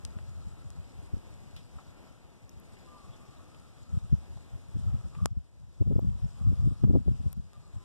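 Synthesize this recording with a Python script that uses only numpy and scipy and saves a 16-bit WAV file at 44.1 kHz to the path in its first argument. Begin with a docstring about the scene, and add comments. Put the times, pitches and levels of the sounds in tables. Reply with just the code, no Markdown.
"""Icy snow in a cold breeze

Fine snow hisses on a yard of oaks while wind murmurs and faintly whistles in the crowns. Wet lumps
drop from the branches, a small bird chirps once and others peep far off. Eddies buffet the left
microphone of a hand-held camera and pellets tick on its casing; the hardest ducks the limiter."""
import sys
import numpy as np
from scipy import signal
from scipy.fft import rfft, irfft
from scipy.io import wavfile
from scipy.ndimage import uniform_filter1d, minimum_filter1d, map_coordinates

SR = 44100
rng = np.random.default_rng(int(sys.argv[2]) if len(sys.argv) > 2 else 0)


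def transcribe(signal):
    """Save signal, clipped to [-1, 1], as a 16-bit WAV file at the path in sys.argv[1]."""
    frames = np.atleast_2d(signal).T
    limited = np.clip(frames, -1, 1)
    pcm = np.round(limited * 32767).astype(np.int16)
    wavfile.write(sys.argv[1], SR, pcm)


N = 345744
TIME = np.arange(N) / SR
PORT_DELAY_S = 20.4 / SR  # travel time between the two microphones

# Tone of the wind in the crowns: frequency_hz, gain_db
TREE_SPECTRUM = [(40, 12.5), (130, 13.5), (250, 8), (450, -1.5), (750, -3.5), (1100, -7.5), (1500, -13),
                 (2200, -12), (5000, -30.5)]
# The breeze, slowly easing: time_s, relative_db
BREEZE = [(0, -60), (3, -61), (4.4, -62), (7.84, -64)]
# Breathy moans of the wind: start_s, length_s, pitch_hz, relative_db
MOANS = [(0.01, 0.81, 1306, -68.5), (1.772, 0.46, 1330, -70), (2.934, 0.59, 1169, -65),
         (3.353, 0.76, 1267, -65.5), (4.805, 0.3, 1257, -65.5), (5.096, 0.21, 1181, -57.5),
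         (6.319, 0.6, 1170, -65.5), (7.499, 0.38, 1207, -67)]
# Clear whistles, most sagging as the gust passes: start_s, length_s, pitch_hz, drop_hz, level_db
WHISTLES = [(2.869, 0.16, 1194, 27, -58), (2.835, 0.12, 1024, 7, -67.5), (2.941, .035, 1003, 33, -58),
            (3.017, 0.042, 1133, 66, -63), (5.148, 0.07, 1200, 30, -69), (7.523, 0.059, 1198, 4.5, -64),
            (7.608, 0.091, 1186, 96, -67.5), (7.738, 0.18, 1022, -12, -69)]
# Faint peeps of far birds: start_s, length_s, pitch_hz, level_db
PEEPS = [(0.47, 0.056, 7840, -63.5), (3.108, 0.059, 3370, -66.5), (3.36, 0.027, 3700, -60),
         (6.338, 0.04, 7640, -68)]
# Contour of the single chirp: time_s, pitch_hz, relative_db
CHIRP = [(6.266, 8800, -88), (6.273, 6770, -69), (6.283, 6460, -79), (6.297, 6260, -77), (6.328, 6910, -82),
         (6.335, 7000, -91)]
# Wet lumps landing nearby: start_s, level_db, pitch_hz, bandwidth_ratio, decay_s
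SPLATS = [(0.187, -47.5, 760, 1.4, 0.0041), (1.563, -53.5, 2940, 1.5, 0.027),
          (1.565, -51, 4540, 1.6, 0.0028), (1.786, -49, 1100, 0.45, 0.012),
          (2.769, -56.5, 1700, 1.6, 0.0062), (3.546, -53, 2200, 1.1, 0.003),
          (4.373, -48.5, 620, 1.1, 0.0037), (5.15, -49, 900, 1.7, 0.0067),
          (6.839, -48.5, 1100, 1.6, 0.0077)]
# Tone of the snow's hiss: frequency_hz, gain_db
SNOW_SPECTRUM = [(400, -2), (1300, 8), (1900, -4), (2500, -2.5), (3500, 3.5), (5000, 4.5), (6500, 3),
                 (7800, 5.5), (8700, 3), (10000, -3), (12000, -8.5), (14500, -25)]
# Constant draught on the microphone: time_s, relative_db
DRAUGHT = [(0, -42), (1.5, -46.5), (2.1, -53), (3.7, -51.5), (4.2, -42), (4.65, -45), (5.1, -42.5),
           (5.55, -44), (6.1, -38), (7.2, -39), (7.84, -49.5)]
# Gusts reaching the microphone: start_s, length_s, strength_db
GUSTS = [(3.886, 0.094, -40), (4.735, 0.25, -35.5), (5.152, 0.16, -32.5), (5.816, 0.35, -31),
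         (6.422, 0.332, -32.5), (6.823, 0.21, -27.5), (7.051, 0.29, -39.5)]
# Single eddies striking it: centre_s, half_length_s, strength_db, extra_hardness_db
EDDIES = [(0.17, 0.0078, -30, 4), (0.47, 0.013, -32, -5), (0.788, 0.024, -37.5, -5), (1.144, 0.016, -26, 3),
          (1.168, 0.0093, -29, 3), (3.944, 0.024, -29.5, -3), (3.974, 0.011, -25, -1),
          (4.042, 0.029, -33, -6), (4.136, 0.027, -19.5, -4), (4.367, 0.012, -36, -5.5),
          (4.762, 0.023, -28.5, 5.5), (4.79, 0.022, -34, -7), (4.872, 0.02, -29.5, 1),
          (4.946, 0.028, -26, -16), (5.058, 0.03, -32, 2), (5.243, 0.056, -23.5, -17),
          (5.321, 0.024, -24, -9.5), (5.375, 0.014, -16.5, -4), (5.39, 0.031, -25, -10),
          (5.61, 0.024, -37, 2), (5.817, 0.023, -17.5, 1), (5.874, 0.023, -18, 0), (5.912, 0.028, -21.5, 7),
          (5.93, 0.018, -21.5, 4.5), (5.963, 0.0083, -15, 2.5), (5.9844, 0.0061, -17, -1),
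          (6.042, 0.045, -25, 6), (6.089, 0.033, -21.5, -9), (6.122, 0.031, -34, 2), (6.25, 0.041, -24, -7),
          (6.331, 0.019, -39, -10), (6.418, 0.011, -27.5, -4), (6.469, 0.031, -22.5, -14),
          (6.494, 0.024, -20, -6), (6.535, 0.022, -26.5, -0.5), (6.599, 0.015, -29, -10.5),
          (6.63, 0.019, -27, -5), (6.676, 0.024, -22.5, -4), (6.717, 0.029, -30, 6.5),
          (6.843, 0.024, -15, -3.5), (6.876, 0.02, -18, -1.5), (6.903, 0.031, -14, 0),
          (6.931, 0.013, -18.5, 0.5), (6.958, 0.033, -15, 3.5), (7.003, 0.026, -26, 0),
          (7.084, 0.023, -18, 0), (7.114, .026, -24, 2.5), (7.208, 0.016, -28, 1),
          (7.267, 0.024, -24.5, 1.5), (7.379, 0.013, -24.5, -1), (7.4, 0.019, -26.5, -3.5),
          (7.773, 0.025, -32, -3)]
# Deep body of the buffeting: frequency_hz, gain_db
THUMP_SPECTRUM = [(15, -20), (35, 13), (60, 5.5), (90, 5.5), (145, -3.5), (200, -11), (300, -32.5),
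                  (600, -107), (1500, -107)]
# Low-mid rasp of hard eddies: frequency_hz, gain_db
FLUTTER_SPECTRUM = [(90, -37), (170, 15.5), (280, 9.5), (400, -3), (700, -24), (1200, -36), (2500, -61),
                    (6000, -99)]
# The microphone's cut against wind: frequency_hz, gain_db
LOW_CUT = [(15, -2), (30, -35), (55, 0.5), (100, 4)]
# Eddies bursting at the microphone port: time_s, level_db, width_ms
POPS = [(1.137, -30, 1.3), (4.129, -22.5, 1.45), (5.824, -21.5, .9), (5.912, -22, 1), (5.919, -28, .9),
        (5.927, -29, .8), (5.956, -24, 1), (5.993, -21, .62), (6.045, -27.5, 1.2), (6.518, -29, 1.25),
        (6.529, -25, 1.4), (6.84, -22, .9), (6.878, -31, .9), (6.903, -24, 1.3), (6.909, -22, 1.05),
        (6.94, -24, .78), (6.954, -17, .85), (6.96, -16, .85), (7.062, -30, 1.3), (7.081, -23, .85)]
# Pellets hitting the camera: time_s, level_db, ring_hz, ring_ms, thud_ratio
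PELLETS = [(0.0509, -19, 6250, 0.082, 0), (0.704, -33, 7150, 0.078, 0.42), (2.494, -40, 5900, 0.32, 0.33),
           (2.4956, -46, 12000, 0.2, 0.11), (2.6004, -40, 11500, 0.11, 0.5), (5.2583, 2.4, 7200, .068, 1.0),
           (5.9968, -43, 13700, 0.27, 0), (7.329, -28.5, 11700, 0.16, 0.039),
           (7.3303, -30.5, 8550, 0.039, 0.15), (7.372, -51.5, 11300, 0.13, 0.39),
           (7.5332, -35.5, 6470, 0.049, 0.48)]
# Tone of the right microphone against the left: frequency_hz, gain_db
RIGHT_RESPONSE = [(100, -57), (500, -2), (1000, -16), (2600, -1.5), (5000, -4), (8000, -7.5), (12000, -4),
                  (14500, -1)]
# Long waves from the yard that reach both microphones alike: frequency_hz, gain_db
SHARED_LOWS = [(100, -2.5), (400, -26), (1000, -38), (3000, -48)]
# Treble of a tick crossing the casing to the right microphone: frequency_hz, gain_db
CASING_BLEED = [(2500, -35), (5000, -19), (8000, -13), (14000, -14)]
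# Sudden dips of the whole sound: start_s, depth_db
DIPS = [(6.85, 4.2), (7.332, 5.3)]
# What the stereo widener subtracts from the opposite side: frequency_hz, gain_db
CROSSFEED = [(100, -2.1), (1000, -2.1), (1700, -1.2), (2000, -.25), (2300, -.25), (2800, -1.9),
             (4300, -3.4), (7000, -13), (10000, -22), (15000, -22)]


def amp(db):
    """Decibels to gain."""
    return 10 ** (np.asarray(db) / 20)


def unit_rms(x):
    """Scales to rms 1."""
    return x / np.sqrt(np.mean(x ** 2) + 1e-20)


def curves(rows):
    """Draws each column after the first as an automation curve over time."""
    times, *columns = np.transpose(rows)
    return [np.interp(TIME, times, column) for column in columns]


def colour(x, spectrum, delay_s=0):
    """Applies an EQ curve and an optional delay."""
    hz = np.fft.rfftfreq(N, 1 / SR)
    points_hz, points_db = np.transpose(spectrum)
    gain = amp(np.interp(np.log(hz + 1), np.log(points_hz), points_db))
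    return irfft(rfft(x) * gain * np.exp(-2j * np.pi * hz * delay_s), N)


def wander(rate_hz):
    """Smooth random modulation of rms 1, rolling off above rate_hz."""
    hz = np.fft.rfftfreq(N, 1 / SR)
    return unit_rms(irfft(rfft(rng.standard_normal(N)) * (hz > 0) * np.exp(-(hz / rate_hz) ** 2), N))


def resonate(x, hz, width_hz):
    """Rings a signal through one resonance."""
    carrier = np.exp(2j * np.pi * np.cumsum(np.full(x.shape[-1], hz)) / SR)
    pole = np.exp(-np.pi * width_hz / SR)
    return 2 * (carrier * signal.lfilter([1 - pole], [1, -pole], x / carrier)).real


def band(x, hz, width_hz):
    """Two resonances in series, for steeper skirts."""
    return resonate(resonate(x, hz, width_hz), hz, width_hz)


def add(mix, start_s, sound):
    """Mixes a sound in at start_s."""
    part = mix[..., max(round(start_s * SR), 0):][..., :sound.shape[-1]]
    part += sound[..., :part.shape[-1]]


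def swell(start_s, length_s, fade_s):
    """Fades in, holds at 1 if there is time, and fades out."""
    return np.clip(np.minimum(TIME - start_s, start_s + length_s - TIME) / fade_s, 0, 1)


def breaths(rows, width_hz, fade_s):
    """Soft notes of narrow-band stereo noise."""
    air = rng.standard_normal((2, N))
    return sum(amp(db) * swell(start, length, fade_s) * unit_rms(band(air, hz, width_hz))
               for start, length, hz, db in rows)


def patchy(x, depth_db):
    """Lets a sound swell and sink in random patches, some 700 Hz wide and 60 ms long."""
    frames = signal.stft(x, nperseg=512, noverlap=384)[2]
    patches = uniform_filter1d(rng.standard_normal(frames.shape[1:]), size=8, axis=0)
    patches = unit_rms(uniform_filter1d(patches, size=21, axis=1))
    return signal.istft(frames * amp(depth_db * patches), nperseg=512, noverlap=384)[1][:, :N]


def lull_db():
    """Snow and treetop wind slacken together for a moment."""
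    return -3.5 * swell(start_s=1.994, length_s=0.74, fade_s=0.29)


def trees(trim_db=9.5, swell_db=1.07):
    """Wind in the crowns lays down a low, murmuring bed."""
    murmur = unit_rms(colour(rng.standard_normal((2, N)), TREE_SPECTRUM))
    return murmur * amp(curves(BREEZE)[0] + lull_db() + trim_db + swell_db * wander(6.9))


def whistling(moan_trim_db=-3.0, moan_swell_db=2.5, waver=0.003, shimmer_db=2):
    """Air sheds eddies at a narrow edge: mostly a breathy moan, now and then locking into a tone."""
    moan = breaths(MOANS, width_hz=170, fade_s=0.061)
    wobble = 1 + waver * wander(56)
    shimmer = amp(shimmer_db * wander(41))
    tones = np.zeros(N)
    for start, length, hz, drop_hz, db in WHISTLES:
        progress = np.clip((TIME - start) / length, 0, 1)
        cycles = np.cumsum((hz - drop_hz * progress ** 4) * wobble) / SR
        arch = np.sqrt(2 * abs(np.sin(np.pi * progress)))
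        tones += amp(db) * arch * np.sin(2 * np.pi * cycles)
    pan_left = np.array([[1], [.3]])
    return moan * amp(moan_trim_db + moan_swell_db * wander(30)) + tones * shimmer * pan_left


def far_birds():
    """Distant peeps, blurred by the trees into narrow breaths of sound."""
    return breaths(PEEPS, width_hz=420, fade_s=0.029)


def small_bird(trim_db=3.0, echo_db=-10, echo_decay_s=0.039):
    """One thin swooping note, scattered by the trees into a short stereo tail."""
    hz, db = curves(CHIRP)
    singing = (TIME > CHIRP[0][0]) & (TIME < CHIRP[-1][0])
    note = amp(db + trim_db) * np.sin(2 * np.pi * np.cumsum(hz) / SR) * singing
    tail = rng.standard_normal((2, 9000)) * np.exp(-TIME[:9000] / echo_decay_s)
    echo = signal.fftconvolve(note[None], tail / np.linalg.norm(tail[0]), axes=1)[:, :N]
    return note + amp(echo_db) * echo


def wet_lumps():
    """Wet lumps drop from the branches: dull, quickly dying splats."""
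    out = np.zeros((2, N))
    for start, db, hz, bandwidth_ratio, decay_s in SPLATS:
        burst = rng.standard_normal((2, 5000)) * np.exp(-TIME[:5000] / decay_s)
        splat = band(burst, hz, hz * bandwidth_ratio)
        add(out, start, amp(db) * splat / np.linalg.norm(splat[0]) * np.sqrt(decay_s * SR / 2))
    return out


def snow(hiss_db=-66.5, grain_mix_db=-9.0, grains_per_s=240, spread_db=3.4, swell_db=0.9):
    """Countless far grains merge into a patchy hiss; near ones tick at the pitch of the leaf they hit."""
    grains, leaves_hz = np.zeros((2, N)), np.geomspace(2500, 9000, num=8)
    for hz in leaves_hz:
        sizes = amp(spread_db * np.minimum(rng.exponential(1, (2, N)), 4))
        hits = rng.random((2, N)) < grains_per_s / len(leaves_hz) / SR
        grains += resonate(sizes * hits, hz, width_hz=hz / 6)
    hiss = unit_rms(colour(rng.standard_normal((2, N)), SNOW_SPECTRUM))
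    patter = amp(grain_mix_db) * unit_rms(colour(grains, SNOW_SPECTRUM))
    return patchy(hiss + patter, depth_db=1.3) * amp(hiss_db + lull_db() + swell_db * wander(24))


def turbulence(spectrum, speed=1, compression=0.58):
    """Pressure swings carried past the port: the faster the air, the higher their pitch."""
    swing = signal.hilbert(colour(rng.standard_normal(N), spectrum))
    envelope = np.sqrt(abs(uniform_filter1d(abs(swing) ** 2, size=600)))
    travel = np.cumsum(speed * np.ones(N))
    return unit_rms(map_coordinates(swing.real / envelope ** compression, [travel], order=3, mode="wrap"))


def buffeting(draught_trim_db=-3.0, thump_trim_db=2.07, lumps_db=4.0, flutter_db=-29, ragged_db=2.5):
    """Eddies thump on the microphone over a lumpy draught and its gusts; hard ones flutter raggedly."""
    draught = amp(curves(DRAUGHT)[0] + draught_trim_db)
    gusts = sum(amp(db) * swell(start, length, fade_s=0.0354) for start, length, db in GUSTS)
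    power = (draught ** 2 + gusts ** 2) * amp(lumps_db * wander(24.6)) ** 2
    hardness = power.copy()
    for centre, half_length, db, extra_db in EDDIES:
        span = np.flatnonzero(abs(TIME - centre) < half_length)
        puff = np.cos(np.pi / 2 * (TIME[span] - centre) / half_length) ** 4
        power[span] += puff * amp(db) ** 2
        hardness[span] += puff * amp(db + extra_db) ** 2
    strength = np.sqrt(power)
    speed = (strength / amp(-28)) ** 0.072  # stronger wind lifts the thump's pitch a little
    thump = amp(thump_trim_db) * strength * turbulence(THUMP_SPECTRUM, speed)
    drive = (np.sqrt(hardness) / amp(-15)) ** 2.03  # flutter grows faster than the thump
    flutter = amp(flutter_db + ragged_db * wander(223)) * drive * turbulence(FLUTTER_SPECTRUM)
    return colour(thump + flutter, LOW_CUT)


def eddy_pops(core_db=-13, core_width_ratio=.52):
    """A bursting eddy leaves a short pressure dent with a steep core; the narrower, the more it spits."""
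    out, t = np.zeros(N), np.arange(-300, 300) / SR
    for time_s, db, width_ms in POPS:
        widths = t * 1000 / width_ms
        dent, core = ((1 - x ** 2) * np.exp(-.5 * x ** 2) for x in (widths, widths / core_width_ratio))
        add(out, time_s + t[0], -amp(db) * (dent + amp(core_db) * core))
    return out


def pellets(thud_ms=.2):
    """Ice on the casing: a very short ring, and a push of air if it lands on the port."""
    out, t = np.zeros(N), np.arange(-200, 200) / SR
    ms = t * 1000
    push = ms / thud_ms / (1 + (ms / thud_ms) ** 2) ** 1.5
    for time_s, db, hz, ring_ms, thud_ratio in PELLETS:
        ring = np.exp(-(ms / ring_ms) ** 2) * np.cos(2 * np.pi * hz * t)
        add(out, time_s + t[0], -amp(db) * (ring + thud_ratio * push))
    return out


def dips(fall_s=0.0043, recovery_db_per_s=9):
    """The level drops abruptly and creeps back."""
    down_db = np.zeros(N)
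    for start, depth_db in DIPS:
        age = TIME - start
        down_db += np.clip(age / fall_s, 0, 1) * np.maximum(depth_db - recovery_db_per_s * age, 0)
    return amp(-down_db)


def scene():
    """The yard reaches both microphones; eddies and pellets land on the windward left one."""
    left, right = snow() + trees() + whistling() + wet_lumps() + small_bird() + far_birds()
    ticks = pellets()
    right = colour(right, RIGHT_RESPONSE) + colour(left, SHARED_LOWS)
    right -= colour(ticks, CASING_BLEED, PORT_DELAY_S)
    left += buffeting() + eddy_pops() + ticks
    return np.array([left, right]) * dips()


def record(dry, ceiling_db=-8.6, release_db_per_s=10.5, cutoff_hz=14650):
    """The camera's chain: stereo widener, slow-release peak limiter, steep low-pass."""
    wide = dry - colour(dry[::-1], CROSSFEED, PORT_DELAY_S)
    over_db = np.maximum(20 * np.log10(abs(wide).max(0) + 1e-9) - ceiling_db, 0)
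    over_db = -minimum_filter1d(-over_db, size=61)  # looks a little ahead
    release_db = release_db_per_s * TIME
    duck_db = uniform_filter1d(np.maximum.accumulate(over_db + release_db) - release_db, size=41)
    low_pass = signal.firwin(255, cutoff_hz, window=("kaiser", 8), fs=SR)
    return signal.oaconvolve(wide * amp(-duck_db), low_pass[None], "same", axes=1)


dry = scene()
out = record(dry)
transcribe(out)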